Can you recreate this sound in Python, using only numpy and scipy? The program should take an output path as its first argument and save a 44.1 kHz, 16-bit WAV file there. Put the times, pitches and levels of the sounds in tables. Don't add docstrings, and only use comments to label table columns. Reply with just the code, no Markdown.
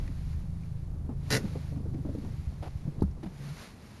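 import sys
import numpy as np
from scipy import signal
from scipy.fft import rfft, irfft
from scipy.io import wavfile

SR = 44100
rng = np.random.default_rng(int(sys.argv[2]) if len(sys.argv) > 2 else 0)


def master_out(mix):
    frames = np.transpose(np.atleast_2d(mix))
    ceiling = np.clip(frames, -1, 1)
    pcm = np.round(ceiling * 32767).astype(np.int16)
    wavfile.write(sys.argv[1], SR, pcm)


N = 176400
T = np.arange(N) / SR


def amp(db):
    return 10 ** (np.asarray(db) / 20)


def unit(x):
    return x / np.sqrt(np.mean(x ** 2) + 1e-20)


def curve(points):
    return np.interp(T, *np.transpose(points))


def eq_gain(points, hz):
    f, db = np.transpose(points)
    return amp(np.interp(np.log(hz + 1e-6), np.log(f), db))


def noise(points, size=N, scale=1):
    hz = np.fft.rfftfreq(size, 1 / SR)
    white = rfft(rng.standard_normal(size))
    return unit(irfft(white * eq_gain(points, hz / scale) * (hz > 0), size))


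def drift(hz, size=16384):
    rates = np.fft.rfftfreq(size, T[-1] / size)
    white = rfft(rng.standard_normal(size))
    slow = unit(irfft(white / (1 + (rates / hz) ** 4), size))
    return np.interp(T, np.linspace(0, T[-1], size), slow)


def attack(t, rise):
    return np.minimum(t / rise, 1)


def fade(t, t60):
    return np.exp(-np.log(1000) * t / t60)


def ring(t, hz, t60, rise):
    return np.sin(2 * np.pi * hz * t) * fade(t, t60) * (1 - np.exp(-(t / rise) ** 2))


def add(mix, s, sound):
    part = mix[max(round(s * SR), 0):][:len(sound)]
    part += sound[:len(part)]


def engine():
    firing_rate = [(0, 24.3), (.16, 25), (.45, 27.3), (.99, 26.7), (1.44, 27.3), (2.02, 23.5), (2.22, 23.8),
                   (2.56, 21.2), (2.75, 11.6), (3.0, 5.75)]
    fader = [(0, -38), (.6, -36.5), (.75, -39), (1.2, -37.5), (1.5, -37.5), (1.75, -35), (2.2, -38),
             (2.48, -40.5), (2.57, -46.5), (2.8, -48), (3.1, -39), (3.3, -81)]
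    boom = [(15, 8.5), (26, -13.5), (52, -10), (77, 2.5), (103, -2.5), (130, -2.5), (156, 0), (182, -13.5),
            (235, -29), (320, -30), (500, -47.5)]
    hz = curve(firing_rate)
    phase = 2 * np.pi * np.cumsum(hz) / SR
    beat, power = np.zeros(N), np.zeros(N)
    for order in range(1, 13):
        gain = eq_gain(boom, order * hz)
        waver = 1 + 0.26 * drift(hz=5.8)
        beat += gain * waver * np.cos(order * phase + 2 * np.pi * rng.random())
        power += gain ** 2 / 2
    beat /= np.sqrt(power)
    puffs = unit(noise(boom) * (1 + 0.35 * np.cos(phase)))
    return amp(curve(fader)) * (beat + amp(-7.5) * puffs)


def background():
    fader = [(0, -34), (.17, -39), (.26, -30.5), (.32, -42), (.39, -36.5), (.6, -51), (.85, -38.5),
             (1.2, -41), (1.7, -65), (2.3, -47.5), (2.75, -44), (2.92, -54), (3.04, -37), (3.2, -46.5),
             (3.6, -59), (4, -78)]
    # f/Hz, level/dB
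    murk_eq = [(20, -17.5), (70, 4), (130, -0.5), (200, 1.5), (300, -10.5), (500, -16.5), (1000, -22.5),
               (2000, -35.5), (3200, -49), (4200, -45), (7000, -65), (12000, -52)]
    rumble_eq = [(10, -25), (24, -22.5), (38, -5.5), (50, -12.5), (80, -13), (300, -64), (1000, -100)]
    return amp(curve(fader)) * noise(rumble_eq) + amp(-50) * noise(murk_eq)


def jacket():
    rustle_fader = [(0, -58), (.15, -61), (.33, -59), (.5, -67.5), (.65, -65), (.9, -70.5), (1.15, -73),
                    (1.28, -56), (1.45, -54), (1.68, -58.5), (1.82, -68), (1.95, -68), (2.2, -60),
                    (2.42, -60.5), (2.57, -62.5), (2.78, -61.5), (2.95, -65), (3.15, -69.5), (3.33, -60.5),
                    (3.45, -52.5), (3.55, -52.5), (3.63, -47.5), (3.75, -60.5), (3.87, -57.5), (4, -57.5)]
    cloth_eq = [(100, -10), (400, -1), (900, 1), (1500, -1.5), (2200, -1), (3200, -7), (4200, -4),
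                (5500, -8), (7000, -9.5), (9500, -13), (12000, -12.5)]
    groan_fader = [(3.33, -49), (3.4, -44), (3.46, -39), (3.51, -37.5), (3.56, -52.5), (3.7, -81)]
    cloth = noise(cloth_eq)
    grain_db, flutter_db = drift(hz=820), 0.5 * drift(hz=32)
    rustle = unit(cloth * amp(grain_db + flutter_db))
    groan_hz = 140.4 + 9.13 * drift(hz=30.4)
    groan = np.sin(2 * np.pi * np.cumsum(groan_hz) / SR) * (1 + 0.3 * drift(hz=50))
    return amp(curve(rustle_fader)) * rustle + amp(curve(groan_fader)) * unit(groan)


def seat():
    fader = [(0, -47), (.15, -60.5), (.75, -62.5), (.92, -51.5), (1.0, -55), (1.13, -46.5), (1.2, -59),
             (1.4, -40.5), (1.5, -50), (1.62, -60), (1.8, -51), (2.28, -50.5), (2.36, -58), (2.8, -62.5),
             (2.88, -47.5), (2.94, -53), (3.0, -45.5), (3.16, -58.5), (3.3, -53), (3.36, -61.5),
             (3.46, -48), (3.6, -63.5), (4, -65)]
    seat_eq = [(80, -24), (190, 1.5), (280, -3), (400, -8), (600, -17), (1000, -24), (2000, -40.5),
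               (6000, -54)]
    lumps = amp(3.1 * drift(hz=35))
    return amp(curve(fader)) * unit(noise(seat_eq) * lumps)


def ticks():
    cues = [(.077, -46.5, 2100), (.634, -56.5, 2320), (1.478, -48, 1400), (1.76, -52, 1200),
            (1.942, -52, 1940), (2.247, -53, 1600), (3.233, -48, 1750), (3.007, -52, 4360),
            (3.11, -60.5, 5500)]
    tick_eq = [(.2, -9), (.75, -14), (1, 1.5), (1.25, -14), (3, -20.5), (6, -29)]
    out, t = np.zeros(N), T[:SR // 8]
    envelope = attack(t, rise=0.0013) * fade(t, t60=0.036)
    for s, db, hz in cues:
        add(out, s, amp(db) * noise(tick_eq, size=len(t), scale=hz) * envelope)
    return out


def knocks():
    # t/s, body level/dB, body f/Hz, tap level/dB, tap f/Hz, rise/s
    cues = [(.088, -35.5, 270, -58, 498, 0.0035), (1.091, -26, 243, -39.5, 754, 0.002),
            (1.438, -17, 200.7, -38.5, 460, 0.0066), (1.552, -36, 223, -31, 550, .002),
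            (1.715, -32, 276, -43, 480, 0.011), (1.762, -26, 271, -48, 790, 0.008),
            (1.796, -29, 213, -44, 452, 0.0079), (1.853, -34, 332, -41.5, 478, 0.0051),
            (1.937, -28, 315, -43, 500, 0.0067), (1.95, -40, 331, -48.5, 700, .003),
            (1.976, -28.5, 266, -55, 450, .01), (2.047, -25, 304.4, -39.5, 595, 0.0041),
            (2.061, -29.5, 292, -40, 550, 0.0043), (2.086, -25.5, 273, -40, 551.4, 0.0064),
            (2.11, -36, 320, -49, 520, 0.0052), (2.147, -29.5, 299.5, -40.5, 470, .003),
            (2.174, -28, 281, -44, 470, 0.0076), (2.20, -45, 280, -63, 480, 0.0063),
            (2.228, -27, 239.5, -44, 441, 0.011), (2.245, -32.5, 284, -50, 910, .006),
            (2.275, -34, 223, -51, 600, 0.0087), (2.52, -43.5, 269, -51, 700, 0.0048),
            (2.859, -30, 177, -46, 398, 0.0075), (2.872, -36, 320, -46, 480, 0.0055),
            (3.229, -28.5, 319.6, -58, 600, 0.0046), (3.258, -21.5, 179, -51, 610, 0.0058)]
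    tap_eq = [(.2, 2), (.6, -1.5), (1, 1), (1.5, -14), (3, -30), (8, -48), (20, -76)]
    body_t60, tap_t60, scuff_t60 = 0.092, 0.041, 0.091
    out, t = np.zeros(N), T[:SR // 4]
    for s, body_db, body_hz, tap_db, tap_hz, rise in cues:
        low_mode = amp(-4.5) * ring(t, 0.735 * body_hz, body_t60, rise)
        body = ring(t, body_hz, body_t60, rise) + low_mode
        envelope = attack(t, rise) * fade(np.maximum(t - rise, 0), scuff_t60)
        scuff = noise(tap_eq, size=len(t), scale=tap_hz) * envelope
        tap = amp(-1) * (ring(t, tap_hz, tap_t60, rise / 2) + scuff)
        add(out, s, amp(body_db) * body + amp(tap_db) * tap)
    return out


def handbrake():
    teeth = [(1.295, -25, -1), (1.3032, 0, 1), (1.311, -1, 0), (1.318, -2, 5), (1.3244, 1, 6),
             (1.332, 1, -1), (1.341, 1, 0), (1.3498, 1.5, -5), (1.357, -8, -5), (1.3646, -2, -5),
             (1.37, -8, -7)]
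    crack_eq = [(100, -2), (280, 2), (550, 1), (850, -4), (1300, -6), (1900, 0), (2500, -6.5), (3300, -9.5),
                (4300, -5), (5500, -4.5), (7000, -7.5), (9500, -10.5), (12000, -12)]
    modes = [(199, -40.5, 0.11), (277.7, -39.5, 0.12), (330, -45, 0.12), (436, -37.5, .11),
             (515, -45, 0.091), (578, -44, .1), (690, -49, .08), (1462, -42.5, 0.087), (1842, -39, 0.058),
             (1980, -39, 0.067), (2770, -48, 0.094), (3974, -38, 0.045), (4200, -46.5, 0.067),
             (4660, -41, .05), (5000, -49, .06), (5220, -47, .06), (6200, -56, 0.044)]
    tilt_pivot_hz, wander_rad = 1900, 0.78
    out, t = np.zeros(N), T[:SR // 4]
    snap = amp(-27.5) * fade(t, t60=0.065)
    cabin_tail = amp(-49.5) * fade(t, t60=0.18)
    lever = amp(-24.5) * ring(t, hz=128, t60=0.07, rise=0.0033)
    for s, db, _ in teeth:
        crack = noise(crack_eq, size=len(t)) * (snap + cabin_tail)
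        add(out, s, amp(db) * (crack + lever) * attack(t, rise=0.0017))
    for hz, mode_db, t60 in modes:
        octaves_above = max(np.log2(hz / tilt_pivot_hz), 0)
        kick = attack(t, rise=0.0016) * fade(t, t60)
        envelope = np.zeros(N)
        for s, db, tilt in teeth:
            add(envelope, s, amp(mode_db + db + tilt * octaves_above) * kick)
        out += envelope * np.sin(2 * np.pi * hz * T + wander_rad * drift(hz=50))
    return out


def shudders():
    thuds = [(2.335, -23, 85, 0.076), (2.382, -26, 80, 0.11), (2.469, -19.5, 72.5, .12),
             (2.605, -23, 85, 0.096), (2.67, -23, 72.4, 0.076), (2.752, -20, 90, 0.075),
             (2.851, -18.5, 131, 0.048), (2.874, -18.5, 148.5, 0.088), (2.98, -17, 121, 0.042),
             (3.023, -20, 72.4, 0.33), (3.034, -15, 191, 0.076), (3.101, -24.5, 115, 0.087)]
    out, t = np.zeros(N), T[:SR // 2]
    for s, db, hz, t60 in thuds:
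        add(out, s, amp(db) * ring(t, hz, t60, rise=0.0045))
    return out


def scrapes():
    slips = [(2.625, 0.02, -43.5), (2.644, 0.041, -45), (3.23, 0.019, -44.5), (3.257, 0.018, -46.5)]
    scrape_eq = [(150, -11), (350, 6.5), (520, -3.5), (720, 1), (1000, -8), (1600, -14), (2700, -18.5),
                 (3400, -23), (4500, -23), (7000, -31), (12000, -32)]
    edge_s = 0.0037
    force = np.zeros(N)
    for s, length, db in slips:
        inside_s = np.minimum(T - s, s + length - T)
        force += amp(db) * np.clip(inside_s / edge_s + 0.5, 0, 1)
    return force * unit(noise(scrape_eq) * amp(drift(hz=170)))


def thump():
    clack_eq = [(150, -1), (350, 11), (560, -12), (850, 0), (1300, -3), (2000, -23), (3200, -27),
                (4300, -20), (6000, -25.5), (12000, -24.5)]
    panel_modes = [(390, -30, 0.047), (850, -34, 0.036), (1275, -41, .04)]
    push_s, push_width_s = 3.0214, 0.00044
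    rebound_s, rebound_width_s = 3.0233, 0.00064
    push = amp(-15.5) * np.exp(-((T - push_s) / push_width_s) ** 2 / 2)
    rebound = amp(-12.5) * np.exp(-((T - rebound_s) / rebound_width_s) ** 2 / 2)
    out, t = push - rebound, T[:SR // 4]
    clack = amp(-34) * noise(clack_eq, size=len(t)) * attack(t, rise=0.00111) * fade(t, t60=0.061)
    panel = sum(amp(db) * ring(t, hz, t60, rise=0.00044) for hz, db, t60 in panel_modes)
    add(out, push_s - push_width_s, clack + panel)
    low_cut = signal.butter(1, 45, "high", fs=SR, output="sos")
    return signal.sosfilt(low_cut, out)


def scene():
    car = engine() + background() + shudders() + thump()
    driver = jacket() + seat() + ticks() + knocks() + handbrake() + scrapes()
    return (car + driver)[None]


def record(dry):
    notch_hz, notch_width_hz, high_cut_hz = 8010, 1370, 12100
    b, a = signal.iirnotch(notch_hz, notch_hz / notch_width_hz, SR)
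    hiss = amp(-72.5) * rng.standard_normal(dry.shape)
    high_cut = signal.firwin(1023, high_cut_hz, window=("kaiser", 9), fs=SR)
    return signal.oaconvolve(signal.lfilter(b, a, dry) + hiss, high_cut[None], "same")


dry = scene()
out = record(dry)
master_out(out)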